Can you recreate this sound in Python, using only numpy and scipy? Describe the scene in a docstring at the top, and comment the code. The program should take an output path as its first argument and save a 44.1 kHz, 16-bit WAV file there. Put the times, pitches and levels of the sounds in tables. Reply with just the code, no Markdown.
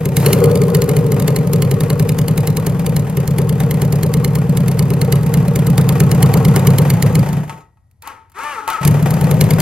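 """A bare four-cylinder motorcycle engine runs on open pipes on a pickup bed in a walled yard.
It is blipped, settles to a loping idle, dies, and is cranked back to life by the electric starter.
Every firing booms and rasps in its own pipe and spits hiss; one cylinder barks much harder than
the rest. Valve gear and chain clatter, the starter's gears grind, whine and knock on the case,
and the stone walls send back a short wash over a faint distant rumble."""
import sys
import numpy as np
from scipy import signal
from scipy.fft import rfft, irfft, next_fast_len
from scipy.io import wavfile
from scipy.ndimage import uniform_filter1d

SR = 44100
rng = np.random.default_rng(int(sys.argv[2]) if len(sys.argv) > 2 else 0)


def generate_wav(signal):
    """Clip the signal to [-1, 1] and save it as 16-bit WAV at the path in sys.argv[1]."""
    frames = np.transpose(np.atleast_2d(signal))
    scaled = np.clip(frames, -1, 1) * 32767
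    pcm = np.round(scaled).astype(np.int16)
    wavfile.write(sys.argv[1], SR, pcm)


N = 423801
TIME = np.arange(N) / SR
DIRECT = np.array([[1], [0]])   # layers have a direct and a diffuse row; this fills only the first
IDLE_RPM, STANDSTILL_DB_PER_S = 1100, 401

# The cylinders in firing order, the barking one first. Each row: offset as a share of the cycle,
# boom in dB, boom tuning ratio, boom lag in seconds, rasp in dB, light spit in dB re the boom.
CYLINDERS = [(0, 1.5, 1.023, .002, 8.5, -40), (0.296, 1.6, 1.128, -.0051, -10.5, -14),
             (.555, -5.5, 1.101, -.0004, 0.5, -26.5), (.795, -5, 1.105, -.0021, -2, -27)]
# Crank speed, one run up to the stall and one from the restart. Each row: time in seconds, rpm.
CRANK_RUNS = [
    [(-.055, 1073), (.184, 1065), (.388, 2292), (.576, 1956), (.819, 1663), (1.259, 1475), (1.816, 1263),
     (2.358, 1260), (2.756, 1221), (3.439, 1096), (4.008, 1128), (5, 1071), (5.11, 1119), (6.03, 1066),
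     (6.48, 1080), (6.63, 1095), (7.44, 812), (7.62, 400)],
    [(8.81, 1070), (9.04, 1017), (9.17, 1165), (9.61, 1282)],
]
# How hard the engine pulls. Each row: time in seconds, effort in dB re idle.
EFFORT = [(0, 5.5), (.12, 2.5), (.27, 7), (.45, 15.5), (.56, 10), (.67, 8), (1.1, 7), (3.1, 1), (3.7, 1.5),
          (5.5, 0), (6.55, -1), (6.85, -5.5), (7.1, -3.5), (7.4, -16.5), (8.81, -14), (8.97, -10),
          (9.4, -4.5)]
# The listener walks up to the engine and round to its rear.
# Each row: time in seconds, nearness in dB, left over right in dB.
WALK = [(0, -2, 1), (3.1, -1.5, 1.5), (5.5, 1, 0.5), (6.35, 5, 0.7), (7.2, 4.5, 1), (8.2, -6.5, 3),
        (8.8, 4.5, 2), (9.6, 5, 3)]
# Low and middle resonances of an open pipe and the bed under it.
# Each row: pitch in Hz before tuning, level in dB, t60 in seconds, swell in seconds.
BOOM_MODES = [(50, -36, 0.021, 0.034), (134.3, -1, 0.027, 0.004), (143.4, 5.5, 0.093, 0.033),
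              (222.5, -22.5, 0.13, 0.012)]
RASP_MODES = [(406.7, -6, 0.091, 0.013), (478, -7.5, 0.1, 0.019), (569, -13.5, 0.08, 0.0099),
              (790, -26.5, 0.037, 0.0051), (897, -28, 0.046, 0.0028), (1084, -22, 0.13, 0.011),
              (1286, -25.5, 0.12, 0.0056)]
# The alloy crankcase and its fins. Each row: pitch in Hz, level in dB, t60 in seconds.
CASE_MODES = [(898, 3, 0.1), (1097.5, -6, 0.14), (1282, -0.5, 0.085), (1644, -12, 0.05), (1910, -29, 0.97),
              (2006, -10.5, 0.03), (2530, -12, 0.083), (2470, -20.5, 0.1), (2960, -16, 0.018),
              (4300, -35.5, .04), (6600, -18.5, 0.065)]
# Noise colours of valve gear, gas jets and gears. Each row: frequency in Hz, relative level in dB.
CLATTER_SPECTRUM = [(150, -5), (330, 7), (600, 6), (950, 3), (1300, -5), (1600, -1.5), (2900, -9),
                    (3500, -13), (4400, -17.5), (5800, -16), (6900, -16), (8000, -16.5), (10500, -18.5),
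                    (13500, -18.5), (16000, -35)]
HISS_SPECTRUM = [(500, -13.5), (1300, -10.5), (1900, -2), (2350, 0), (2700, -4.5), (3000, -2.5),
                 (3450, -5.5), (4300, 1), (5000, -3), (5500, -7), (6000, -5.5), (6900, 0), (7600, -2),
                 (8400, -3.5), (9300, 1), (10500, -1.5), (11800, 1.5), (13200, -3.5), (14500, -6),
                 (16000, -10.5)]
GRIND_SPECTRUM = [(100, -14.5), (300, -4), (750, -12.5), (840, -1), (905, 5), (990, -1), (1200, -2.5),
                  (1305, 7.5), (1420, -2.5), (2400, -3), (3300, -10), (4500, -14.5), (7000, -12.5),
                  (10000, -16), (14000, -26), (16000, -43.5)]


def exhaust(boom_gain, valve_lead_s=0.00399, jitter_s=0.00037, scatter_t60=0.19):
    """Each blowdown rings its pipe; the ribbed bed scatters it, differently for every pipe mouth."""
    # Colour of the scatter. Each row: frequency in Hz, relative level in dB.
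    scatter_spectrum = [(200, -22), (262, 21.5), (340, -10), (430, 5.5), (570, -6), (700, -15.5),
                        (1100, -10), (1500, -33), (2500, -22.5), (5000, -43.5)]
    boom, rasp, t = 0, 0, TIME[:SR // 6]
    rasp_ring = pipe(RASP_MODES, 0.96, glide=0.034, heat_s=0.016) * DIRECT
    scatter_shape = from_db(-17 - 60 * t / scatter_t60) * (1 - np.exp(-t / 0.001))
    for share, boom_db, tuning, lag, rasp_db, _ in CYLINDERS:
        times = firings(share)
        late, boom_luck, rasp_luck = rng.standard_normal((len(times), 3)).T
        times = times + jitter_s * late
        burn_db = 0.38 * odd_burns(times) * (share == 0)   # a misfire hardly booms
        boom_ring = pipe(BOOM_MODES, tuning, glide=0.33, heat_s=0.0097)
        boom += through(clicks(times + lag, from_db(boom_db + burn_db + 2 * boom_luck)), boom_ring)
        blowdowns = clicks(times - valve_lead_s, from_db(rasp_db + burn_db + 2.5 * rasp_luck))
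        rasp += through(blowdowns, rasp_ring + scatter_shape * noise(scatter_spectrum, len(t)))
    boom = filtered(boom, 2, 34, "high")   # a small mouth radiates no deep bass
    rasp_gain = exhaust_gain(-31.5 + in_time(EFFORT)[0])
    return boom_gain * evened(boom * DIRECT) + rasp_gain * evened(rasp)


def pipe(modes, tuning, glide, heat_s):
    """Standing waves build up and die; hot gas pulls their pitch up, then it sags as the pipe cools."""
    t = TIME[:SR // 6]
    heat = t / heat_s * np.exp(1 - t / heat_s)
    clock = np.cumsum(tuning * (1 + glide * (heat - .85))) / SR
    return sum(from_db(db - 60 * t / t60) * (1 - np.exp(-t / swell)) ** 2
               * np.sin(2 * np.pi * hz * clock) for hz, db, t60, swell in modes)


def throats(detune=0.012, limit_octaves=0.596):
    """Hot gas bends each pipe's note: a rising whoop after the bark, steadier elsewhere and at speed."""
    # One note per pipe. 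Each row: delay at idle in seconds, level in dB, base pitch in Hz, sweep at
    # idle in octaves per second, swell and fade in seconds, weight of the effort, brightness in dB.
    pipe_notes = [(.015, 1.5, 430, 23, 0.011, 0.016, 0.93, 0.5),
                  (0.00095, -7, 592, 0, 0.007, 0.011, 1.03, 0),
                  (0.00501, 0, 476, -0.5, 0.0037, 0.016, 1.01, 0.5),
                  (.008, -8, 462, 9, 0.0074, 0.013, 1.24, 7.5)]
    # The tone drifts. Each row: time in seconds, brightness in dB, lift in dB, pitch ratio.
    colour_drift = [(0, -5.5, -1, 0.99), (5.5, 5, 0.5, 0.98), (6.2, 6.5, 0.5, 0.99), (6.33, 11, 2.5, 0.99),
                    (6.52, 6, 1, 0.97), (6.66, 10.5, 1.5, 1.02), (6.8, 5, -0.5, 1.075), (7.3, 3, 1.5, 1),
                    (8.9, -1, 6, 1.05), (9.3, 3.5, 3.5, 1.07), (9.6, -6, -3.5, 1.07)]
    # Higher standing waves. Each row: pitch ratio, level in dB.
    overtones = [(1.699, -21.5), (2.4, -22.5), (3.051, -28.5)]
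    t, out = np.arange(-SR // 25, SR // 20) / SR, np.zeros(N + SR)
    for (share, *_), (delay, db, hz, sweep, swell, fade, follows, edge_db) in zip(CYLINDERS, pipe_notes):
        times = firings(share)
        slowness = IDLE_RPM / in_time(np.concatenate(CRANK_RUNS), times)[0]
        bright_db, lift_db, pitch = in_time(colour_drift, times)
        burn_db = 0.18 * odd_burns(times) * (share == 0)
        levels_db = db + lift_db + follows * in_time(EFFORT, times)[0] + burn_db
        peaks_s = times + delay * slowness ** 2.62
        bends = sweep * slowness ** 1.31
        for i, peak_s in enumerate(peaks_s):
            bend_luck, pitch_luck, phase_luck, level_luck = rng.standard_normal(4)
            octaves = limit_octaves * np.tanh(bends[i] * (1 + 0.18 * bend_luck) * t / limit_octaves)
            note_hz = hz * pitch[i] * (1 + detune * pitch_luck) * 2 ** octaves
            phase = 2 * np.pi * np.cumsum(note_hz) / SR + np.pi * phase_luck
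            tone = np.sin(phase)
            for ratio, overtone_db in overtones:
                gain = from_db(overtone_db + bright_db[i] + edge_db + 5 * rng.standard_normal())
                tone += gain * np.sin(ratio * phase)
            shape = np.exp(-abs(t / np.where(t < 0, swell, fade)) ** 0.94)
            at = int((peak_s + t[0]) * SR) + SR // 2
            out[at:at + len(t)] += from_db(levels_db[i] + 2.5 * level_luck) * shape * tone
    return exhaust_gain(-20.5) * out[SR // 2:][:N] * DIRECT


def jets(boom_gain, uneven_db=1.28, bark_db_per_rpm=0.0077):
    """Gas tears out: one hard, tube-ringing bark a cycle and three light spits, plus the intake rush."""
    # The steel header tube. Each row: pitch in Hz, level in dB, t60 in seconds.
    tube_modes = [(1827, -18, 0.043), (2130, -12.5, .045), (2904, -17, 0.052)]
    rpm, = in_time(np.concatenate(CRANK_RUNS))
    bark_gain = exhaust_gain(-16.5 + bark_db_per_rpm * (rpm - IDLE_RPM))
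    times = firings(0)
    bark_db = odd_burns(times) + uneven_db * rng.standard_normal(len(times))
    bark = spurts(times, bark_db, rise=0.0012, fall=0.00056, tail_db=-8.5, tail=0.0029)
    crack = spurts(times, bark_db, rise=0.00007, fall=0.00007, tail_db=-24.5, tail=0.001)
    tube = bark_gain * struck(tube_modes, times, bark_db)
    power = bark_gain ** 2 * (bark + crack) + intake_gulp() ** 2
    for share, *_, hiss_db in CYLINDERS[1:]:
        times = firings(share)
        spit_db = hiss_db + uneven_db * rng.standard_normal(len(times))
        power += boom_gain ** 2 * spurts(times, spit_db, rise=.0013, fall=.0014, tail_db=-11, tail=.0029)
    return np.sqrt(power) * bed_bounce(noise(HISS_SPECTRUM)) + tube * DIRECT


def bed_bounce(jet, delay_s=0.000919, wander=0.229):
    """The jet flaps above the bed, so its reflection combs every spurt a little differently."""
    flap = np.interp(TIME, np.arange(100) / 10, rng.standard_normal(100))
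    late = TIME - delay_s * np.exp(wander * flap)
    return rms_one(jet + 0.95 * np.array([np.interp(late, TIME, row) for row in jet]))


def coughs(puff_delay_s=0.006):
    """As the engine catches, rich first burns thump the pipe, rasp and blow a rough puff out of it."""
    # Each row: start in seconds, then boom, rasp and puff in dB.
    first_burns = [(8.81, -14, -34, -24), (8.852, -4, -16, -29)]
    times, boom_db, rasp_db, puff_db = np.transpose(first_burns)
    thump = pipe(BOOM_MODES, 1.03, glide=0.29, heat_s=0.008)
    rasp = pipe(RASP_MODES, 0.85, glide=0.3, heat_s=0.03)
    rings = sum(through(clicks(times, from_db(db)), ring / abs(ring).max())
                for db, ring in ((boom_db, thump), (rasp_db, rasp)))
    puffs = spurts(times + puff_delay_s, puff_db, rise=0.0027, fall=0.012, tail_db=-13, tail=0.037)
    return rings * DIRECT + np.sqrt(puffs) * noise(CLATTER_SPECTRUM)


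def firings(share, steps_per_s=2000):
    """Times at which a cylinder exhausts, a given share of a cycle after each bark."""
    # The first bark of each run, in seconds.
    first_barks = [.0571, 8.878]
    times = []
    for run, first in zip(CRANK_RUNS, first_barks):
        t = np.arange(run[0][0], run[-1][0], 1 / steps_per_s)
        cycles = np.cumsum(in_time(run, t)[0]) / (2 * 60 * steps_per_s)   # four-stroke: two turns each
        cycles = cycles - np.interp(first, t, cycles) - share
        times.append(np.interp(np.arange(np.ceil(cycles[0]), cycles[-1]), cycles, t))
    return np.concatenate(times)


def odd_burns(times):
    """Each misfire or extra hard bang shifts the level of the firing nearest to it, in dB."""
    # Each row: time in seconds, level in dB re the usual bark.
    burns = [(.17, 10), (.26, 9.5), (.33, 5.5), (.39, -20.5), (.44, -4), (.5, -20.5), (.56, -7), (.62, -10),
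             (.68, -15.5), (.75, 3), (1.04, -17), (1.2, -6.5), (1.45, -27.5), (2.09, 2), (2.47, 0),
             (2.57, 3), (2.77, -40), (3.07, -44.5), (4.47, -43.5), (4.9, -6), (5.12, 4), (5.23, -12),
             (5.45, -38), (6.0, 2.5), (6.23, 3.5), (6.45, -3), (6.67, 1.5), (7.03, -2), (7.29, -14),
             (7.43, -27.5), (8.88, 2.5), (8.99, -33.5), (9.11, -5), (9.21, -10), (9.31, -5.5), (9.51, -2)]
    s, db = np.transpose(burns)
    return np.bincount(abs(times - s[:, None]).argmin(axis=1), db, len(times))


def running(stall_db_per_s, stall_s=7.393, catch_s=0.067):
    """Gain that swells as the engine catches, fades as it coasts and drops once the crank stops."""
    turning = sum(np.minimum(since(run[0][0]) / catch_s, 1)
                  * from_db(-STANDSTILL_DB_PER_S * since(run[-1][0])) for run in CRANK_RUNS)
    restart_s = CRANK_RUNS[1][0][0]
    return turning * from_db(-stall_db_per_s * since(stall_s) * (TIME < restart_s))


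def exhaust_gain(db):
    """A pipe layer grows as the listener nears and dies quickly when combustion stops."""
    return running(stall_db_per_s=171) * from_db(db + in_time(WALK)[0])


def intake_gulp(peak_s=0.18, hold_s=0.12, rise_db_per_s=348, fall_db_per_s=90):
    """Gain of the air gulped through the open carburettors at the blip."""
    early = np.maximum(peak_s - TIME, 0)
    return from_db(-34 - rise_db_per_s * early - fall_db_per_s * since(peak_s + hold_s))


def clatter(clack_t60=0.14, uneven_db=3.5, contacts_per_s=220):
    """Each cylinder's valve gear repeats its own clack; the chain rattles on the case and whirrs."""
    t, clacks = TIME[:SR // 5], 0
    for share, *_ in CYLINDERS:
        times = firings(share)
        clack = noise(CLATTER_SPECTRUM, len(t)) * from_db(-60 * t / clack_t60)
        clacks += through(clicks(times, from_db(uneven_db * rng.standard_normal(len(times)))), clack)
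    when, force = rng.random((int(contacts_per_s * N / SR), 2)).T
    chain = rms_one(struck(CASE_MODES, when * N / SR, 11.5 * force)) * DIRECT
    whirr = noise(CLATTER_SPECTRUM)
    # The bare engine gains more from a close listener than the pipes do.
    steady = running(stall_db_per_s=83) * from_db(-32 + 1.15 * in_time(WALK)[0])
    snatch = from_db(7.5) * intake_gulp()   # the blip shakes the chain
    gain = np.sqrt(steady ** 2 + snatch ** 2 + kickback() ** 2)
    return gain * (from_db(-2) * rms_one(clacks) + from_db(-10) * chain + from_db(-8) * whirr)


def kickback(start_s=7.497, hold_s=0.087, sag_db_per_s=70):
    """Gain of the chain's rattle as the dying engine rocks back off compression."""
    fade_db = sag_db_per_s * since(start_s) + STANDSTILL_DB_PER_S * since(start_s + hold_s)
    return (TIME > start_s) * from_db(-37.5 - fade_db)


def starter(waver=0.004, chatter=0.32, full_bite_db=-26):
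    """Gears grind and whine as the motor hauls the pistons over compression; teeth knock on the case."""
    # Gear mesh, dragged down by compression and freed over the top. Each row: time in seconds, Hz.
    mesh_curve = [(8.02, 419), (8.08, 583), (8.14, 460.4), (8.34, 345), (8.375, 400.6), (8.392, 453),
                  (8.408, 531.4), (8.43, 562.3), (8.455, 592.5), (8.485, 596), (8.52, 575), (8.545, 533),
                  (8.57, 453), (8.6, 427.6), (8.625, 290.2), (8.67, 270.5), (8.712, 790), (8.738, 664),
                  (8.76, 629), (8.79, 432), (8.85, 434)]
    # How the gears shake in their backlash. Each row: rate in Hz, relative level in dB.
    shake_spectrum = [(30, -1), (120, -8.5), (400, -49)]
    # How the housing radiates the whine. Each row: frequency in Hz, gain in dB.
    housing = [(450, -10.5), (600, -21), (720, -22), (900, 2), (1050, -13), (1200, 1), (1310, 7.5),
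               (1480, -9), (1780, -6.5), (2050, -12), (2400, -14), (3600, -18)]
    mesh_hz, = in_time(mesh_curve)
    gain = starter_gain(mesh_hz)
    bite = np.clip(gain / from_db(full_bite_db), 0, 1) ** .5   # coasting gears are dull and hardly whine
    teeth = np.cumsum(mesh_hz * (1 + waver * noise(shake_spectrum)[0])) / SR
    cranking, whine = TIME > 8, np.zeros(N)
    for k in range(2, 12):   # strong and weak teeth alternate, adding lines between the mesh harmonics
        grip = 1 + chatter * noise(shake_spectrum, cranking.sum())[0]
        line_db = at_hz(housing, k / 2 * mesh_hz[cranking]) - 8 * (k % 2)
        whine[cranking] += grip * from_db(line_db) * np.sin(np.pi * k * teeth[cranking])
    times = np.interp(np.arange(teeth[cranking][0], teeth[-1]), teeth, TIME)
    knocking = struck(CASE_MODES, times, 5 * rng.standard_normal(len(times)))
    gears = from_db(2.5) * bite ** 1.74 * whine + from_db(-10) * knocking / knocking[cranking].std()
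    grind = noise(GRIND_SPECTRUM)
    dull = filtered(grind, 1, 2000, "low")
    return gain * (from_db(-7) * (dull + bite * (grind - dull)) + gears * DIRECT)


def starter_gain(mesh_hz, free_mesh_hz=620, take_up_s=0.021, run_down_db_per_s=116.5):
    """The gears take up on each press, run down after it, and go quiet when compression slows them."""
    # A short jab of the button, then a full crank. Each row: start and hold in seconds, level in dB.
    presses = [(8.02, 0.081, -30), (8.338, 0.44, -25.5)]
    pressed = sum((1 - np.exp(-since(s) / take_up_s)) * from_db(db - run_down_db_per_s * since(s + held))
                  for s, held, db in presses)
    return pressed * (mesh_hz / free_mesh_hz) ** 1.01


def knocks_and_catch():
    """Knocks and clicks of the stall and starter, ending in a sharp exhaust bark as the engine catches."""
    # Each row: time in seconds, then case ring, bright burst and dull burst in dB.
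    hits = [(7.496, -27, -51, -29), (7.606, -54.5, -62, -47), (7.772, -57, -80, -68),
            (7.913, -78, -56, -76), (8.023, -60, -32, -46), (8.075, -28, -28.5, -40),
            (8.299, -57, -53, -63), (8.319, -65, -48, -55), (8.388, -31, -39, -33.5),
            (8.435, -25, -35.5, -31.5), (8.678, -16.5, -22, -28.5), (8.688, -25, -31, -26.5),
            (8.702, -26.5, -22.5, -24), (8.731, -35, -33, -28), (8.831, -24, -41, -21),
            (8.851, -40, -12.5, -34)]
    times, ring_db, bright_db, dull_db = np.transpose(hits)
    bright = spurts(times, bright_db, rise=0.0004, fall=0.0017, tail_db=-19, tail=0.01)
    dull = spurts(times, dull_db, rise=0.0005, fall=0.0045, tail_db=-7.5, tail=0.019)
    bursts = np.sqrt(bright) * noise(HISS_SPECTRUM) + np.sqrt(dull) * noise(GRIND_SPECTRUM)
    ring = struck(CASE_MODES, times, ring_db, uneven_db=2)
    return bursts + filtered(ring, 2, 600, "high") * DIRECT


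def sizzle():
    """The running gear gives off a thin sizzle, heard from close by."""
    # Each row: frequency in Hz, relative level in dB.
    spectrum = [(5000, -35), (6400, -6.5), (6900, 0), (7400, -9), (8500, -31.5)]
    return running(stall_db_per_s=13) * from_db(-62.5 + 2.5 * in_time(WALK)[0]) * noise(spectrum)


def yard_echo(engine, t60=0.32, delay_s=0.027):
    """Stone walls send back a dull, short wash."""
    t = TIME[:SR // 2]
    wash = noise([(60, 5), (200, 4.5), (450, 4), (1000, 3), (4000, -9), (14000, -14.5)], len(t))
    wash = wash * from_db(-60 * t / t60) * (t > delay_s)
    return from_db(-17) * through(engine[0], rms_one(wash) / np.sqrt(len(t)))


def distant_rumble():
    """A faint, steady rumble lies under everything."""
    # Each row: frequency in Hz, relative level in dB.
    spectrum = [(18, -40), (30, -16.5), (86, 7), (359, -30.5), (781, -27), (1700, -42), (1920, -34.5),
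                (2600, -46.5), (12000, -42.5), (15600, -82.5), (22000, -120)]
    return from_db(-53) * noise(spectrum)


def stereo_image(layers):
    """Two close microphones hear the direct part with a tilt and a lag, the diffuse part in opposition."""
    # Each row: frequency in Hz, likeness of the two sides from 0 to 1.
    likeness = [(60, 0.87), (150, 0.98), (290, 0.94), (600, 0.99), (1400, 0.35), (2800, 0.93), (4400, 1),
                (6000, 0.25), (7200, 0.96), (10000, 0.95), (14000, 1)]
    # Each row: frequency in Hz, left over right in dB.
    lean = [(60, 0), (110, -1), (200, 0), (380, 1.5), (700, 2.5), (1290, 5), (2380, -1), (4400, -3.5),
            (8120, -4), (15000, 0)]
    # Each row: frequency in Hz, phase lead of the left side in radians.
    lead = [(60, -0.097), (300, 0.41), (900, 0.61), (1800, 0.0014), (3600, -1), (4800, -0.96),
            (5600, -1.74), (8300, -1.98), (10000, -1.24), (13500, -0.022)]
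    padded = next_fast_len(N + SR // 10, True)
    hz = np.fft.rfftfreq(padded, 1 / SR)
    direct, diffuse = rfft(layers, padded)
    sides = np.array([[1], [-1]])
    alike = at_hz(likeness, hz)
    both = np.sqrt((1 + alike) / 2) * direct + np.sqrt((1 - alike) / 2) * diffuse * sides
    both *= from_db(sides * at_hz(lean, hz) / 2) * np.exp(.5j * sides * at_hz(lead, hz))
    return irfft(both, padded)[:, :N] * from_db(sides * in_time(WALK)[1] / 2)


def struck(modes, times, level_db, uneven_db=4):
    """A metal part rings; every contact favours other modes."""
    out = 0
    for hz, db, t60 in modes:
        blows = clicks(times, from_db(level_db + db + uneven_db * rng.uniform(-0.75, 1, len(times))))
        decay, turn = from_db(-60 / (t60 * SR)), 2 * np.pi * hz / SR
        out += signal.lfilter([0, np.sin(turn)], [1, -2 * decay * np.cos(turn), decay ** 2], blows + 1e-18)
    return out


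def spurts(times, levels_db, rise, fall, tail_db, tail):
    """Power envelope of bursts that swell to a cusp, collapse and leave a wash; times in seconds."""
    t = np.arange(-SR // 50, SR // 6) / SR
    collapse = np.exp(-abs(t) / fall) + from_db(tail_db) ** 2 * np.exp(-abs(t) / tail)
    shape = np.where(t < 0, np.exp(-abs(t) / rise), collapse)
    return abs(signal.oaconvolve(clicks(times, from_db(levels_db) ** 2), shape)[SR // 50:][:N])


def noise(spectrum, size=N):
    """Two unrelated coloured noises: the direct and the diffuse part of a sound."""
    padded = next_fast_len(size, True)
    colour = from_db(at_hz(spectrum, np.fft.rfftfreq(padded, 1 / SR)))
    return rms_one(irfft(rfft(rng.standard_normal((2, padded))) * colour, padded)[:, :size])


def clicks(times, heights):
    """One impulse per event."""
    at = np.round(np.asarray(times) * SR).astype(int)
    inside = (at >= 0) & (at < N)
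    return np.bincount(at[inside], heights[inside], N)


def through(x, response):
    """Pass a sound through an impulse response."""
    return signal.oaconvolve(np.atleast_2d(x), np.atleast_2d(response), axes=-1)[:, :N]


def filtered(x, order, hz, kind):
    """A gentle low-pass or high-pass."""
    return signal.sosfilt(signal.butter(order, hz, kind, fs=SR, output="sos"), x)


def evened(x):
    """Level a sound over a few engine cycles, keeping the throb within them."""
    power = uniform_filter1d(uniform_filter1d(x[0] ** 2, size=9500), size=9500)
    return x / np.sqrt(abs(power) + power.mean() / 100)


def rms_one(x):
    """Scale to unit power."""
    return x / np.sqrt(np.mean(x ** 2) + 1e-20)


def from_db(db):
    """Decibels to gain."""
    return 10 ** (np.asarray(db) / 20)


def since(start_s):
    """Seconds since a moment, zero before it."""
    return np.maximum(TIME - start_s, 0)


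def in_time(rows, times=TIME):
    """Read the columns of a curve at the given times."""
    s, *columns = np.transpose(rows)
    return [np.interp(times, s, column) for column in columns]


def at_hz(points, hz):
    """Read a spectrum on a log-frequency axis."""
    points_hz, value = np.transpose(points)
    return np.interp(np.log(hz + 1e-3), np.log(points_hz), value)


def scene():
    """Engine and starter in the yard, over a faint distant rumble."""
    boom_gain = exhaust_gain(-13.5 + 0.3 * in_time(EFFORT)[0])
    pipes = exhaust(boom_gain) + throats() + jets(boom_gain) + coughs()
    engine = pipes + clatter() + sizzle() + starter() + knocks_and_catch()
    return stereo_image(engine + yard_echo(engine) + distant_rumble())


def record(dry, cutoff_hz=16000):
    """The highest peaks are rounded and the top is cut."""
    rounded = dry / (1 + dry ** 6) ** (1 / 6)
    return signal.sosfiltfilt(signal.ellip(8, .1, 60, cutoff_hz, fs=SR, output="sos"), rounded)


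dry = scene()
out = record(dry)
generate_wav(out)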